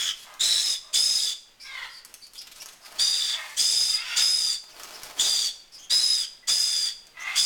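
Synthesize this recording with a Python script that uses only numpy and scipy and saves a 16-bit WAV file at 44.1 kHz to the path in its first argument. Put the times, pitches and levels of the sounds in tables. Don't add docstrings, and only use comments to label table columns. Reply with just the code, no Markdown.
import sys
import numpy as np
from scipy import signal
from scipy.fft import rfft, irfft, next_fast_len
from scipy.io import wavfile

SR = 44100
rng = np.random.default_rng(int(sys.argv[2]) if len(sys.argv) > 2 else 0)


def digitize_waveform(pressure):
    field = np.atleast_2d(pressure).T
    bounded = np.clip(field, -1, 1)
    quanta = np.round(bounded * 32767).astype(np.int16)
    wavfile.write(sys.argv[1], SR, quanta)


N = 328545


def amp(db):
    return 10 ** (np.asarray(db) / 20)


def unit(x):
    return x / np.sqrt(np.mean(np.abs(x) ** 2))


def colour(x, points):
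    hz, db = np.transpose(points)
    size = next_fast_len(len(x) + 512)
    f = np.maximum(np.fft.rfftfreq(size, 1 / SR), 1)
    gain = amp(np.interp(np.log(f), np.log(hz), db))
    return irfft(rfft(x, size) * gain, size)[:len(x)]


def wander(n, rate_hz):
    sos = signal.butter(2, min(rate_hz, SR / 3), fs=SR, output="sos")
    lead_in = int(SR / max(rate_hz, 5))
    return unit(signal.sosfilt(sos, rng.standard_normal(n + lead_in))[-n:])


def grains(n, rate_hz, spread_db):
    return unit(rng.standard_normal(n) * amp(spread_db * wander(n, rate_hz)))


def turns(hz):
    return 2 * np.pi * np.cumsum(hz) / SR


def arch(length_s):
    return np.sqrt(np.hanning(int(max(length_s, .005) * SR)))


def soft_edges(t, edge_s):
    return np.clip(np.minimum(t, t[-1] - t) / edge_s, 0, 1)


def swell(rise_s, fall_s, depth_db, edge_s):
    t = np.arange(0, rise_s + fall_s, 1 / SR)
    from_top = np.where(t < rise_s, 1 - t / rise_s, (t - rise_s) / fall_s)
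    return soft_edges(t, edge_s) * amp(-depth_db * from_top ** 2)


def add(out, start_s, x):
    i = int(start_s * SR)
    x, i = x[max(-i, 0):], max(i, 0)
    out[i:i + len(x)] += x[:max(N - i, 0)]


def aviary(x, early_db, early_t60_s, late_db, late_t60_s, treble_db):
    t = np.arange(SR) / SR
    arrived = t > .003
    early = unit(grains(SR, 3160, 7.7) * arrived * amp(-60 * t / early_t60_s))
    late = colour(rng.standard_normal(SR), [(100, 0), (5000, 0), (12000, treble_db)])
    late = unit(late * (1 - np.exp(-t / 0.0018)) * amp(-60 * t / late_t60_s))
    response = (amp(early_db) * early + amp(late_db) * late) / np.sqrt(SR)
    response[0] += 1
    return signal.fftconvolve(x, response / np.linalg.norm(response))[:N]


# f/Hz, gain/dB
AIR_SPECTRUM = [(25, 18), (60, -4), (120, 3), (300, 2.5), (600, 3), (1500, 1.5), (3000, 2), (5000, -4.5),
                (8000, -10), (12000, -12), (17000, -15)]


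def quiet_air(level_db=-59):
    drift_db = 1.6 * wander(N, 4.1)
    return unit(colour(rng.standard_normal(N), AIR_SPECTRUM)) * amp(level_db + drift_db)


def hoarse(n, pitch_hz, throat, jitter, breath, bend=0.14, leak_db=-20):
    contour = 1 + bend * (np.sin(np.linspace(0, np.pi, n)) - .7)
    unsteady = .03 * wander(n, 25) + jitter * wander(n, 250)
    cycles = turns(pitch_hz * (contour + unsteady)) / (2 * np.pi)
    pulses = unit(np.diff(np.floor(cycles), prepend=0) * amp(5.7 * wander(n, 318)))
    puffs = unit(np.exp(-3 * (cycles % 1)) * rng.standard_normal(n))
    source = pulses + breath * puffs
    out = amp(leak_db) * source
    for hz, width_hz, db in throat:
        resonance = signal.iirpeak(hz, hz / (width_hz + 50), fs=SR)
        out = out + amp(db) * signal.lfilter(*resonance, source)
    tilt = [(200, -46), (600, -1), (1000, 0), (2200, 5), (5000, 1.5), (9000, -5), (14000, -15)]
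    return unit(colour(out, tilt))


# t/s, length/s, nominal f/Hz, level/dB
FAINT_CALLS = [(0.229, 0.18, 398.3, -44.5), (0.789, 0.17, 600, -51), (2.824, 0.047, 378, -49)]


def far_calls():
    out = np.zeros(N)
    throat = [(640, 140, -6), (1040, 140, -2), (1900, 360, -39)]
    for start_s, length_s, hz, db in FAINT_CALLS:
        shape = arch(length_s)
        voice = hoarse(len(shape), hz, throat, jitter=0.031, breath=0.56, bend=0.049)
        add(out, start_s, shape * amp(db) * voice)
    return out


def slide(x, share, wobble=.025, wobble_hz=22):
    n = len(x)
    speed = 1 + share * np.linspace(-.5, .5, n) + wobble * wander(n, wobble_hz)
    return np.interp(np.cumsum(speed), np.arange(n), x)


# t/s, rise/s, fall/s, nominal f/Hz, slide (share over the call), peak level/dB, swell/dB
DISTANT_SQUAWKS = [(1.62, 0.19, .09, 518.3, -.22, -33.5, 10), (3.25, .15, .17, 309.8, -0.079, -36, 14),
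                   (3.9, .26, .1, 456.4, .06, -27.5, 12.5), (7.12, .215, .07, 374.7, 0.089, -27.5, 26.5)]
# f/Hz, width/Hz (hoarse adds 50), gain/dB
SQUAWK_THROATS = [
    [(1110, 130, -4.5), (1510, 130, -4), (2060, 64, 4.5), (3120, 85, -2.5), (3570, 84, -1.5),
     (4440, 59, -3.5)],
    [(850, 30, -11), (1120, 110, -8), (1850, 30, -3.5), (2170, 67, -10)],
    [(1426, 61, -5.5), (1800, 68, -10), (2190, 81, -6), (2710, 240, -5.5), (3280, 76, -3.5),
     (4640, 130, -3.5), (5250, 38, -7)],
    [(1300, 280, -1.5), (1760, 21.7, -7), (2073, 97, 5), (2560, 64, -6), (3320, 36, -2.5), (4200, 220, -28)],
]


def squawks():
    out = np.zeros(N)
    for row, throat in zip(DISTANT_SQUAWKS, SQUAWK_THROATS):
        start_s, rise_s, fall_s, hz, glide, db, swell_db = row
        gate = swell(rise_s, fall_s, swell_db, edge_s=0.037)
        call = hoarse(len(gate), hz, throat, jitter=.04, breath=.55)
        add(out, start_s, gate * amp(db) * slide(call, glide))
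    return out


# t/s, length/s, start f/Hz, end f/Hz, level/dB, fundamental/dB re second harmonic
SMALL_BIRDS = [(1.597, 0.037, 2390, 2390, -47.5, -6), (1.598, 0.087, 2610, 2764, -45.5, -36),
               (1.891, 0.12, 2460, 2294, -47, -33), (2.214, 0.048, 2274, 2360, -46.5, -18),
               (2.348, 0.027, 1840, 1580, -46.5, -28), (2.378, 0.018, 2390, 2770, -35, -30),
               (2.597, 0.028, 2490, 3050, -40.5, -10.5), (2.812, 0.064, 2560, 2340, -51, -74),
               (4.692, 0.051, 3330, 2330, -55, -5), (4.93, 0.032, 2425, 2750, -42, -21),
               (5.719, 0.06, 2610, 2480, -44, -25), (5.781, 0.037, 3250, 3126, -47.5, -7),
               (5.819, 0.042, 3250, 3220, -48.5, -1.5), (6.426, 0.018, 1950, 2040, -76, 24),
               (7.194, 0.05, 2880, 3340, -44, -12)]


def chirps(third_db=-20, fourth_db=-19, jitter=0.049, breath_db=-9):
    out = np.zeros(N)
    scratch_spectrum = [(1500, -52), (3200, -7), (5200, -3.5), (9500, -2), (15000, -17)]
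    for start_s, length_s, from_hz, to_hz, db, first_db in SMALL_BIRDS:
        shape = arch(length_s)
        n = len(shape)
        phase = turns(np.linspace(from_hz, to_hz, n) * (1 + jitter * wander(n, 610)))
        tone = np.zeros(n)
        for harmonic, harmonic_db in enumerate([first_db, 0, third_db, fourth_db], 1):
            tone += amp(harmonic_db) * np.sin(harmonic * phase)
        scratch = unit(colour(grains(n, 820, 5.8), scratch_spectrum))
        add(out, start_s, amp(db) * np.sqrt(shape) * (np.sqrt(2) * tone + amp(breath_db) * scratch))
    return out


# t/s, rise/s, fall/s, peak level/dB before trim, swell/dB
PLUMAGE_BOUTS = [(2.42, .23, 0.13, -59, 15), (2.799, 0.21, 0.025, -48, 20), (4.62, 0.28, 0.6, -47.5, 17),
                 (5.16, 0.027, 0.12, -44, 8.5)]
# f/Hz, gain/dB
PLUMAGE_SPECTRUM = [(47, -58), (80, -78), (199, -7.5), (378, -4.5), (734, 2.5), (785, 0.5), (1670, -2.5),
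                    (2540, -5.5), (5170, -4.5), (5900, -7), (16000, -16.5)]


def ruffles(trim_db=2, drop_db=-4, drops_per_s=60):
    out = np.zeros(N)
    for start_s, rise_s, fall_s, db, swell_db in PLUMAGE_BOUTS:
        gate = swell(rise_s, fall_s, swell_db, edge_s=0.011)
        n = len(gate)
        drops = unit((rng.random(n) < drops_per_s / SR) * rng.standard_normal(n))
        rustle = unit(colour(grains(n, 200, 0.33), PLUMAGE_SPECTRUM))
        rustle += amp(drop_db) * unit(colour(drops, PLUMAGE_SPECTRUM))
        add(out, start_s, gate * amp(db + trim_db + 2.7 * wander(n, 39)) * rustle)
    return out


# t/s, length/s, level/dB
FEATHER_STROKES = [(0.138, 0.14, -46.5), (2.339, 0.043, -47), (2.409, 0.018, -39), (2.466, 0.016, -41.5),
                   (2.511, 0.02, -41.5), (2.543, 0.055, -46), (2.615, 0.019, -38), (2.682, 0.01, -39),
                   (2.72, 0.024, -47), (2.844, 0.033, -44), (2.922, 0.043, -59), (3.41, 0.19, -46.5),
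                   (5.03, 0.038, -49)]
# f/Hz, gain/dB
STROKE_SPECTRUM = [(200, -20), (1000, -8), (3000, 1.5), (5500, 2.5), (8000, 0), (13000, -5), (17000, -19)]


def feather_strokes():
    out = np.zeros(N)
    for start_s, length_s, db in FEATHER_STROKES:
        shape = arch(length_s)
        swish = unit(colour(grains(len(shape), 820, 5.4), STROKE_SPECTRUM))
        add(out, start_s, amp(db) * shape * swish)
    return out


# t/s, click level/dB, knock level/dB (both before trim)
CLAW_TICKS = [(0.3398, -39, -57), (2.0492, -32.5, -53), (2.1409, -29.5, -59), (2.2676, -40, -71),
              (2.3346, -38.5, -63), (2.3674, -47, -74), (2.4184, -41, -65), (2.4722, -49, -49),
              (2.5738, -51, -58), (2.659, -31, -46), (2.9235, -41, -44), (4.7977, -34.5, -37.5),
              (4.8339, -32, -41), (5.0335, -28, -38), (7.0688, -44, -73)]
# f/Hz, gain/dB
CLICK_SPECTRUM = [(200, -37), (1000, -30), (2500, -7), (4000, -1.5), (5600, 7.5), (8000, 1.5), (12000, 1.5),
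                  (17000, -17.5)]
# f/Hz, gain/dB
KNOCK_SPECTRUM = [(100, -4), (500, -30), (1200, 6), (2500, -5), (5000, -12), (15000, -21)]


def ticks(click_trim_db=3, click_t60_s=0.012, knock_trim_db=5, knock_t60_s=0.029):
    out = np.zeros(N)
    t = np.arange(SR // 15) / SR
    for start_s, click_db, knock_db in CLAW_TICKS:
        click = unit(colour(rng.standard_normal(len(t)), CLICK_SPECTRUM))
        knock = unit(colour(rng.standard_normal(len(t)), KNOCK_SPECTRUM))
        add(out, start_s, amp(click_db + click_trim_db - 60 * t / click_t60_s) * click)
        add(out, start_s, amp(knock_db + knock_trim_db - 60 * t / knock_t60_s) * knock)
    return out


# f/Hz, gain/dB
RASP_SPECTRUM = [(100, -25), (700, -13.5), (1400, -23), (2400, -8.5), (3300, -1.5), (4300, -4.5),
                 (5600, -1), (7000, 2), (8400, -1), (9400, -5.5), (10300, -10.5), (11000, -13),
                 (13000, -14.5), (17000, -19.5)]


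def torn_rasp(n, flicker_db=5, flicker_hz=75):
    edges_hz = np.linspace(60, 17500, 42)
    grit = grains(n, 780, 2.8)
    torn = np.zeros(n)
    for k, pair in enumerate(zip(edges_hz, edges_hz[1:])):
        band = signal.sosfilt(signal.butter(2, pair, "band", fs=SR, output="sos"), grit)
        flare = amp(flicker_db * np.clip(wander(n, flicker_hz), -2, 2))
        torn += (-1) ** k * band * flare
    return unit(colour(torn, RASP_SPECTRUM))


def exhale(length_s, upper_hz, lower_hz, upper_sag, lower_sag, scoop_s, lock_s, force,
           upper_db, lower_db, rasp_db, upper_fade, lower_fade):
    t = np.arange(0, length_s, 1 / SR)
    spent = (t / length_s) ** 3.6
    push = force * np.exp(-((t - 0.015) / 0.041) ** 2)
    attack_s, attack_db, release_s = 0.016, 18.5, .04
    opening_db = -attack_db * np.maximum(1 - t / attack_s, 0)
    closing = np.maximum(1 - (length_s - t) / release_s, 0) ** 2
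    past_middle_s = t - length_s / 2
    upper_hz = upper_hz * (1 - .11 * np.exp(-t / .022) - upper_sag * spent - 0.0317 * closing)
    lower_hz = lower_hz * (1 - .125 * np.exp(-t / scoop_s) - lower_sag * spent)
    upper_db = upper_db - 35.5 * np.exp(-t / lock_s) + 3 * push - upper_fade * past_middle_s - 26 * closing
    lower_db = lower_db + opening_db + 9 * push - lower_fade * past_middle_s - 0.5 * closing
    rasp_db = rasp_db + opening_db + 4 * push - 16.5 * past_middle_s - 15.5 * closing
    return soft_edges(t, 0.0023), upper_hz, lower_hz, upper_db, lower_db, rasp_db


MIXED_TONES = [(2, -1), (1, 1), (0, 2), (3, -2), (-1, 2), (0, .5), (1.5, 0), (1, -1)]
# dB re rasp, before trim
MIXED_TONE_DB = [-9.5, -12, -10, -15.5, -29, -44, -18.5, -29]
# f/Hz, gain/dB
GROWL_SPECTRUM = [(500, -59), (1200, -9.5), (1800, -1.5), (2600, -3.5), (3600, -28.5), (5000, 3),
                  (9000, -24)]


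def screech(call, growl_db, octave_db=-16, waver_db=1, upper_jitter=0.00678, lower_jitter=0.02787,
            flutter=0.0066, shimmer_db=3, ragged_db=5,
            rasp_trim_db=-5, upper_trim_db=-0.5, lower_trim_db=-3, mix_trim_db=-1):
    gate, upper_hz, lower_hz, upper_db, lower_db, rasp_db = exhale(*call)
    n = len(gate)
    trade_db = waver_db * wander(n, 16)
    upper_db, lower_db = upper_db + trade_db, lower_db - trade_db
    unrest = np.clip(amp(1.5 * (rasp_db - upper_db + 6)), .5, 3.2)
    sway = flutter * np.sqrt(unrest) * wander(n, 99)
    upper = turns(upper_hz * (1 + sway + upper_jitter * unrest * wander(n, 650)))
    lower = turns(lower_hz * (1 + sway + lower_jitter * np.sqrt(unrest) * wander(n, 550)))

    shimmer = unit(amp(shimmer_db * np.sqrt(unrest) * wander(n, 234)))
    whistle = np.sin(upper) + amp(octave_db) * np.sin(2 * upper)
    voice = amp(upper_db + upper_trim_db) * shimmer * whistle
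    ragged = unit(amp(ragged_db * wander(n, 145.5)))
    voice += amp(lower_db + lower_trim_db) * ragged * np.sin(lower)

    upper_share = 1 / (1 + amp(lower_db - upper_db))
    for (a, b), db in zip(MIXED_TONES, MIXED_TONE_DB):
        lower_power = abs(b) / 4 if a else 1
        weight = (2 * upper_share) ** (abs(a) / 2) * (2 - 2 * upper_share) ** lower_power
        uneven = unit(amp(7.5 * wander(n, 285)))
        voice += amp(rasp_db + db + mix_trim_db) * weight * uneven * np.sin(a * upper + b * lower)

    rasp = torn_rasp(n) * amp(rasp_db + rasp_trim_db)
    rasp += unit(colour(grains(n, 410, 0.8), GROWL_SPECTRUM)) * amp(lower_db + growl_db)
    return gate * (np.sqrt(2) * voice + rasp) * unit(amp(0.54 * wander(n, 83)))


# t/s, length/s, upper f/Hz, lower f/Hz, upper sag (share), lower sag (share), lower scoop/s,
# lock-in/s, push (1 = usual), upper, lower, rasp level/dB (mid-call base, before push and trims),
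# upper fade/(dB/s), lower fade/(dB/s), growl/dB re untrimmed lower membrane
PARROT_SCREECHES = [ (-0.28, 0.395, 5100, 3455, 0, .09, 0.029, .02, 1, -47, -25, -28, 32, 8, -7.5),
                    (0.394, 0.37, 5290, 3977, 0.079, 0.11, 0.027, 0.017, 0.19, -27.5, -25, -26.5, -10, 25, -14.5),
                    (0.928, 0.41, 5090, 3740, .07, 0.068, 0.054, 0.02, 1.08, -25, -31, -27.5, 41.5, -3, -17.5),
                    (2.983, 0.38, 4844, 3668, 0.05, 0.063, 0.011, 0.01, 0.75, -27, -28, -30.5, 47, -8, -12.5),
                    (3.563, 0.42, 4998, 3613, .025, 0.0096, .03, 0.0165, .8, -22, -32.5, -27, 2, -10, -13.5),
                    (4.156, 0.41, 5056, 3692, .10, .05, .016, 0.0095, 1.16, -23.5, -33, -29, 3, 12, -12),
                    (5.181, 0.32, 4850, 3576, .08, .06, 0.01188, 0.027, 0.67, -25, -28.5, -26.5, 15, 25, -17),
                    (5.895, 0.36, 5087, 3975, 0.067, 0.2, .014, 0.0087, 0.94, -24, -29.5, -29.5, 19, 12, -13.5),
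                    (6.47, 0.44, 4990, 3558, .07, 0.046, .018, 0.016, 1.5, -22.5, -35, -29, 13, -11, -10),
                    (7.35, 0.47, 5010, 3604, .06, 0.3, 0.024, 0.014, 1.16, -22, -34, -28, 1, 17, -16)]


def screeches():
    out = np.zeros(N)
    for start_s, *call, growl_db in PARROT_SCREECHES:
        add(out, start_s, screech(call, growl_db))
    return out


def scene():
    air = quiet_air()
    far = aviary(squawks() + far_calls(), early_db=4, early_t60_s=0.067,
                 late_db=8, late_t60_s=0.61, treble_db=6.5)
    small = aviary(chirps(), early_db=-6, early_t60_s=0.082,
                   late_db=-3.5, late_t60_s=0.23, treble_db=-13)
    toucan = aviary(ruffles() + feather_strokes() + ticks(), early_db=-2.5, early_t60_s=0.059,
                    late_db=-4, late_t60_s=0.7, treble_db=-3.5)
    parrot = aviary(screeches(), early_db=-3, early_t60_s=0.13,
                    late_db=-11, late_t60_s=0.53, treble_db=-3.5)
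    return (air + far + small + toucan + parrot)[None]


def record(dry, lopsided=0.28, ceiling=.45, top_hz=17700):
    bent = ceiling * np.tanh((dry + lopsided * dry ** 2) / ceiling)
    coupled = signal.sosfilt(signal.butter(1, 3, "high", fs=SR, output="sos"), bent)
    return signal.sosfilt(signal.ellip(10, .1, 70, top_hz, fs=SR, output="sos"), coupled)


dry = scene()
out = record(dry)
digitize_waveform(out)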